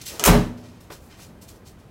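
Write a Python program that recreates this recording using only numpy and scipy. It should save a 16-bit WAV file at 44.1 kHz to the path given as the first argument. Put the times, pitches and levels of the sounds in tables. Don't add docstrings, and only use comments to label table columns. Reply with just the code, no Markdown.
import sys
import numpy as np
from scipy import signal
from scipy.fft import rfft, irfft
from scipy.io import wavfile

SR = 44100
rng = np.random.default_rng(int(sys.argv[2]) if len(sys.argv) > 2 else 0)


def output_pcm(signal):
    pcm = np.clip(np.atleast_2d(signal).T, -1, 1) * 32767
    wavfile.write(sys.argv[1], SR, np.round(pcm).astype(np.int16))


N = 83790

BAND_EDGES = np.geomspace(22, 17000, 29)
METAL_RIPPLE_DB, RIPPLE_HZ = 2, 29.99


def from_db(db):
    return 10 ** (np.asarray(db) / 20)


def rms_one(x):
    return x / np.sqrt(np.mean(x ** 2) + 1e-20)


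def since(s):
    return np.maximum(np.arange(N) / SR - s, 0)


def envelope(s, rise, t60):
    swell = np.minimum(since(s) / rise, 1)
    return swell * np.exp(-np.log(1000) * since(s + rise) / t60)


def drift(rate):
    return np.interp(np.arange(N) / SR * rate, np.arange(N), rng.standard_normal(N))


def roll_off(ratio):
    return 1 / np.sqrt(1 + ratio ** 6)


def band_pass(x, low_hz, high_hz, order=1):
    return signal.sosfilt(signal.butter(order, [low_hz, high_hz], "band", fs=SR, output="sos"), x)


def noise_bank(ripple_db=0):
    size = 2 * N
    hz = np.arange(N + 1) * SR / size
    ripple = np.interp(hz / RIPPLE_HZ, np.arange(N), rng.standard_normal(N))
    spectra = rfft(rng.standard_normal((2, size))) * from_db(ripple_db * ripple)
    white = irfft(spectra)[:, :N + SR // 2]
    bands = []
    for k, (low, high) in enumerate(zip(BAND_EDGES, BAND_EDGES[1:])):
        bands.append(rms_one(band_pass(white[k % 2], low, high, order=2)[-N:]))
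    return np.array(bands)


def per_band(table, index=1):
    table = np.array(table)
    log_centres = np.log(BAND_EDGES[1:] * BAND_EDGES[:-1]) / 2
    return np.interp(log_centres, np.log(table[:, 0]), table[:, index])


def colour(table, tilt_db=0):
    density = from_db(per_band(table) + tilt_db * np.log2(BAND_EDGES[1:]))
    gains = density * np.sqrt(np.diff(BAND_EDGES))
    return gains / np.linalg.norm(gains)


def strike(times, levels, modes, reach):
    spread_db = 1
    chance = rng.standard_normal((len(times), len(modes)))
    out = 0
    for k, (hz, mode_db, t60) in enumerate(modes):
        clicks = np.full(N, 1e-18)
        strengths = from_db(levels + mode_db + spread_db * chance[:, k]) * reach(hz)
        clicks[(times * SR).astype(int)] = strengths
        radius = np.exp(-np.log(1000) / (t60 * SR))
        angle = 2 * np.pi * hz / SR
        poles = [1, -2 * radius * np.cos(angle), radius ** 2]
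        out = out + signal.lfilter([0, np.sin(angle)], poles, clicks) * (-1) ** k
    return out


def latches():
    # t/s, level/dB, ringing tail level/dB, treble tilt/(dB per octave), brightest f/Hz
    latch_hits = [(.1957, -13, -27, -4, 7200), (.239, -6, -20, -7, 16000), (0.2508, -12.5, -18, -3, 16300),
                  (0.26, -10, -20.5, 5.5, 16000), (0.277, -43, -26.5, -6, 14000)]
    # f/Hz, level/dB, t60/s
    latch_modes = [(3000, -12, .018), (4300, -15, .012), (6100, -12, .018), (6420, -11, .02),
                   (10100, -10, .01), (1290, -20, .15), (2452, -26, .22), (5549, -29, .2), (8004, -29, .2),
                   (12387, -34, .5), (13100, -2, .011), (13550, -3, .012)]
    # f/Hz, level/(dB per Hz)
    tail_colour = [(300, -33), (1300, -5.5), (3000, -4), (4300, -6), (6300, 4), (8000, 4.5), (11000, 2.5),
                   (15000, 2)]
    low_hz, tail_t60_s = 330, .17
    crack_db, crack_s = -2, 0.002
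    chatter_db, chatter_t60_s = -4.5, 0.13
    damped_t60_s = .06

    times, levels, _, _, tops = np.transpose(latch_hits)
    damped = [mode for mode in latch_modes if mode[2] < damped_t60_s]
    singing = [mode for mode in latch_modes if mode[2] >= damped_t60_s]
    ring = strike(times, levels, damped, lambda hz: roll_off(hz / tops))
    sing = strike(times, levels, singing, lambda hz: roll_off(hz / tops))
    chatter = rng.standard_normal(N) * envelope(0, 0.0071, chatter_t60_s)
    chatter = chatter / np.linalg.norm(chatter)
    out = ring + sing + from_db(chatter_db) * signal.fftconvolve(ring, chatter)[:N]

    bank, white = noise_bank(METAL_RIPPLE_DB), rng.standard_normal(N)
    for s, db, tail_db, tilt_db, top_hz in latch_hits:
        crack = white * (since(s) > 0) * np.exp(-since(s) / crack_s)
        out += from_db(db + crack_db) * band_pass(crack, low_hz, top_hz)
        gains = colour(tail_colour, tilt_db)
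        gains = gains * roll_off(BAND_EDGES[:-1] / top_hz) * roll_off(low_hz / BAND_EDGES[1:])
        out += from_db(tail_db) * envelope(s, 0.0015, tail_t60_s) * (gains @ bank)
    return out


def gate():
    # t/s, boom level/dB, clatter level/dB, clatter tilt/(dB per octave), lowest f/Hz
    blows = [(.199, -21, -34, -2.5, 340), (.2255, -22.5, -29.5, -0.5, 329.4), (.2565, -12, -13.5, -1, 397),
             (0.2738, -19, -11, -1, 71.2), (.2855, -8, -15, -3, 70), (.329, -17, -24, 0, 60),
             (.3435, -8, -24, -2, 140), (.3695, -12, -33, -3, 130), (1.29, -42.5, -56, -3.5, 90)]
    # f/Hz, level/dB, t60/s
    panel_modes = [(53.6, -25.5, .6), (83, -25, 0.25), (108.4, -16.5, 0.86), (128.3, -4, .3),
                   (146.8, -7, 0.2), (172, -1, .27), (245, -11, .8), (414, -12, .2), (187.1, -15, 0.4),
                   (224.3, -14.5, 0.34), (307.7, -19, 0.43), (334.4, -21.5, 0.44), (440, -14, 0.23),
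                   (564, -15, 0.16), (605.6, -17.5, 0.24), (774, -24.5, 0.17), (844, -24.5, 0.14),
                   (892, -28, 0.25)]
    # f/Hz, level/(dB per Hz), t60/s
    clatter = [(60, -7, .5), (170, -5, .45), (400, 0, .33), (800, -2, .3), (1500, -7, .35),
               (3000, -13, .36), (7000, -19, .36), (15000, -27, .33)]
    attack_s = 0.0011

    times, booms, _, _, lows = np.transpose(blows)
    out = strike(times, booms, panel_modes, lambda hz: roll_off(lows / hz))
    gains = np.array([from_db(db) * colour(clatter, tilt_db) * roll_off(low_hz / BAND_EDGES[1:])
                      for _, _, db, tilt_db, low_hz in blows])
    fades = per_band(clatter, index=2)
    for band, t60, strengths in zip(noise_bank(METAL_RIPPLE_DB), fades, gains.T):
        power = sum((g * envelope(s, attack_s, t60)) ** 2 for g, s in zip(strengths, times))
        out += band * np.sqrt(power)
    return out


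def thump():
    start_s, level_db, swell_s, t60_s = .26, -9, 0.044, 0.38
    final_hz = 37.9
    sag_hz, sag_s = 20, 0.039
    t = since(start_s)
    cycles = final_hz * t + sag_hz * sag_s * (1 - np.exp(-t / sag_s))
    return from_db(level_db) * envelope(start_s, swell_s, t60_s) * np.sin(2 * np.pi * cycles)


def swing():
    # f/Hz, level/(dB per Hz)
    hinge_colour = [(100, -20), (220, -7), (420, -1), (800, -5.5), (1500, -14.5), (4000, -28)]
    start_s, level_db, rise_s, t60_s = 0.078, -40.5, 0.066, 1
    rumble = colour(hinge_colour) @ noise_bank(METAL_RIPPLE_DB)
    return from_db(level_db) * envelope(start_s, rise_s, t60_s) * rumble


def walls(x):
    # delay t/s, level/dB
    echoes = [(.0175, -18), (.029, -18), (.058, -18)]
    dull = band_pass(x, 250, 1700)
    return sum(from_db(db) * np.pad(dull, (int(delay * SR), 0))[:N] for delay, db in echoes)


def yard(x):
    level_db, t60_s = -20.5, 0.98
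    tail = rng.standard_normal(N) * envelope(0.012, 0.027, t60_s)
    tail = band_pass(tail / np.linalg.norm(tail), 150, 1300)
    return from_db(level_db) * signal.fftconvolve(x, tail)[:N]


def knocks():
    # t/s, level/dB
    knock_times = [(0.9, -34), (0.918, -57), (1.188, -47)]
    # f/Hz, level/(dB per Hz)
    knock_colour = [(100, -3.5), (250, -9.5), (390, 0.5), (650, -8.5), (1400, -13), (3000, -21),
                    (9000, -37)]
    t60_s = 0.18
    bursts = sum(from_db(db) * envelope(s, 0.0043, t60_s) for s, db in knock_times)
    return (colour(knock_colour) @ noise_bank()) * bursts


def rustles():
    # start t/s, level/dB, rise t/s, fade t60/s, treble tilt/(dB per octave)
    rubs = [(-.03, -46.5, 0.016, 0.47, -4.5), (0.012, -38.5, 0.0027, 0.19, 0.5),
            (0.051, -33, 0.015, 0.25, 1.5), (.07, -36, 0.012, 0.61, -1), (0.569, -55.5, .008, 0.7, -2.5),
            (0.621, -55, 0.029, 0.89, -4.5), (0.803, -54, 0.0038, 0.31, 2.5), (.905, -43, 0.026, 0.22, 0.5),
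            (.99, -58.5, 0.039, 1, 4.5), (1.089, -50.5, 0.031, 0.43, -6.5), (1.16, -46, 0.074, 0.24, -0.5),
            (1.41, -48, 0.013, 0.23, 3), (1.473, -46, 0.018, 0.21, 1.5), (1.54, -58, 0.022, 0.15, 3),
            (1.647, -48.5, 0.03, 0.22, 0.5), (1.78, -61.5, 0.015, 0.29, -0.5)]
    # f/Hz, level/(dB per Hz)
    rub_colour = [(300, -42), (1200, -8), (2500, 0.5), (4000, 1), (5800, 2.5), (8500, -1), (11500, -4.5),
                  (15000, -7)]
    grain_db, grains_per_s = 1.5, 860
    gains = np.array([from_db(db) * colour(rub_colour, tilt_db) for _, db, _, _, tilt_db in rubs])
    strokes = np.array([envelope(s, rise, t60) for s, _, rise, t60, _ in rubs])
    band_levels = np.sqrt(gains.T ** 2 @ strokes ** 2)
    friction = (noise_bank(ripple_db=3.5) * band_levels).sum(axis=0)
    return friction * from_db(grain_db * drift(grains_per_s))


def air():
    # f/Hz, level/(dB per Hz)
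    air_colour = [(25, -10.5), (50, -4), (85, 0), (130, -4), (200, -5), (290, -9.5), (420, -12.5),
                  (1000, -20), (2500, -30), (6000, -39), (15000, -43.5)]
    level_db, waver_db, wavers_per_s = -47, 0.72, 6.73
    return from_db(level_db + waver_db * drift(wavers_per_s)) * (colour(air_colour) @ noise_bank())


def scene():
    slam = latches() + gate()
    slam_in_yard = slam + walls(slam) + yard(slam)
    return (slam_in_yard + thump() + swing() + knocks() + rustles() + air())[None]


def record(dry):
    ceiling, rumble_cut_hz, top_cut_hz = 1, 22, 15850
    rounded = ceiling * np.tanh(dry / ceiling)
    trimmed = signal.sosfilt(signal.butter(2, rumble_cut_hz, "high", fs=SR, output="sos"), rounded)
    return signal.sosfilt(signal.ellip(10, .1, 80, top_cut_hz, fs=SR, output="sos"), trimmed)


dry = scene()
out = record(dry)
output_pcm(out)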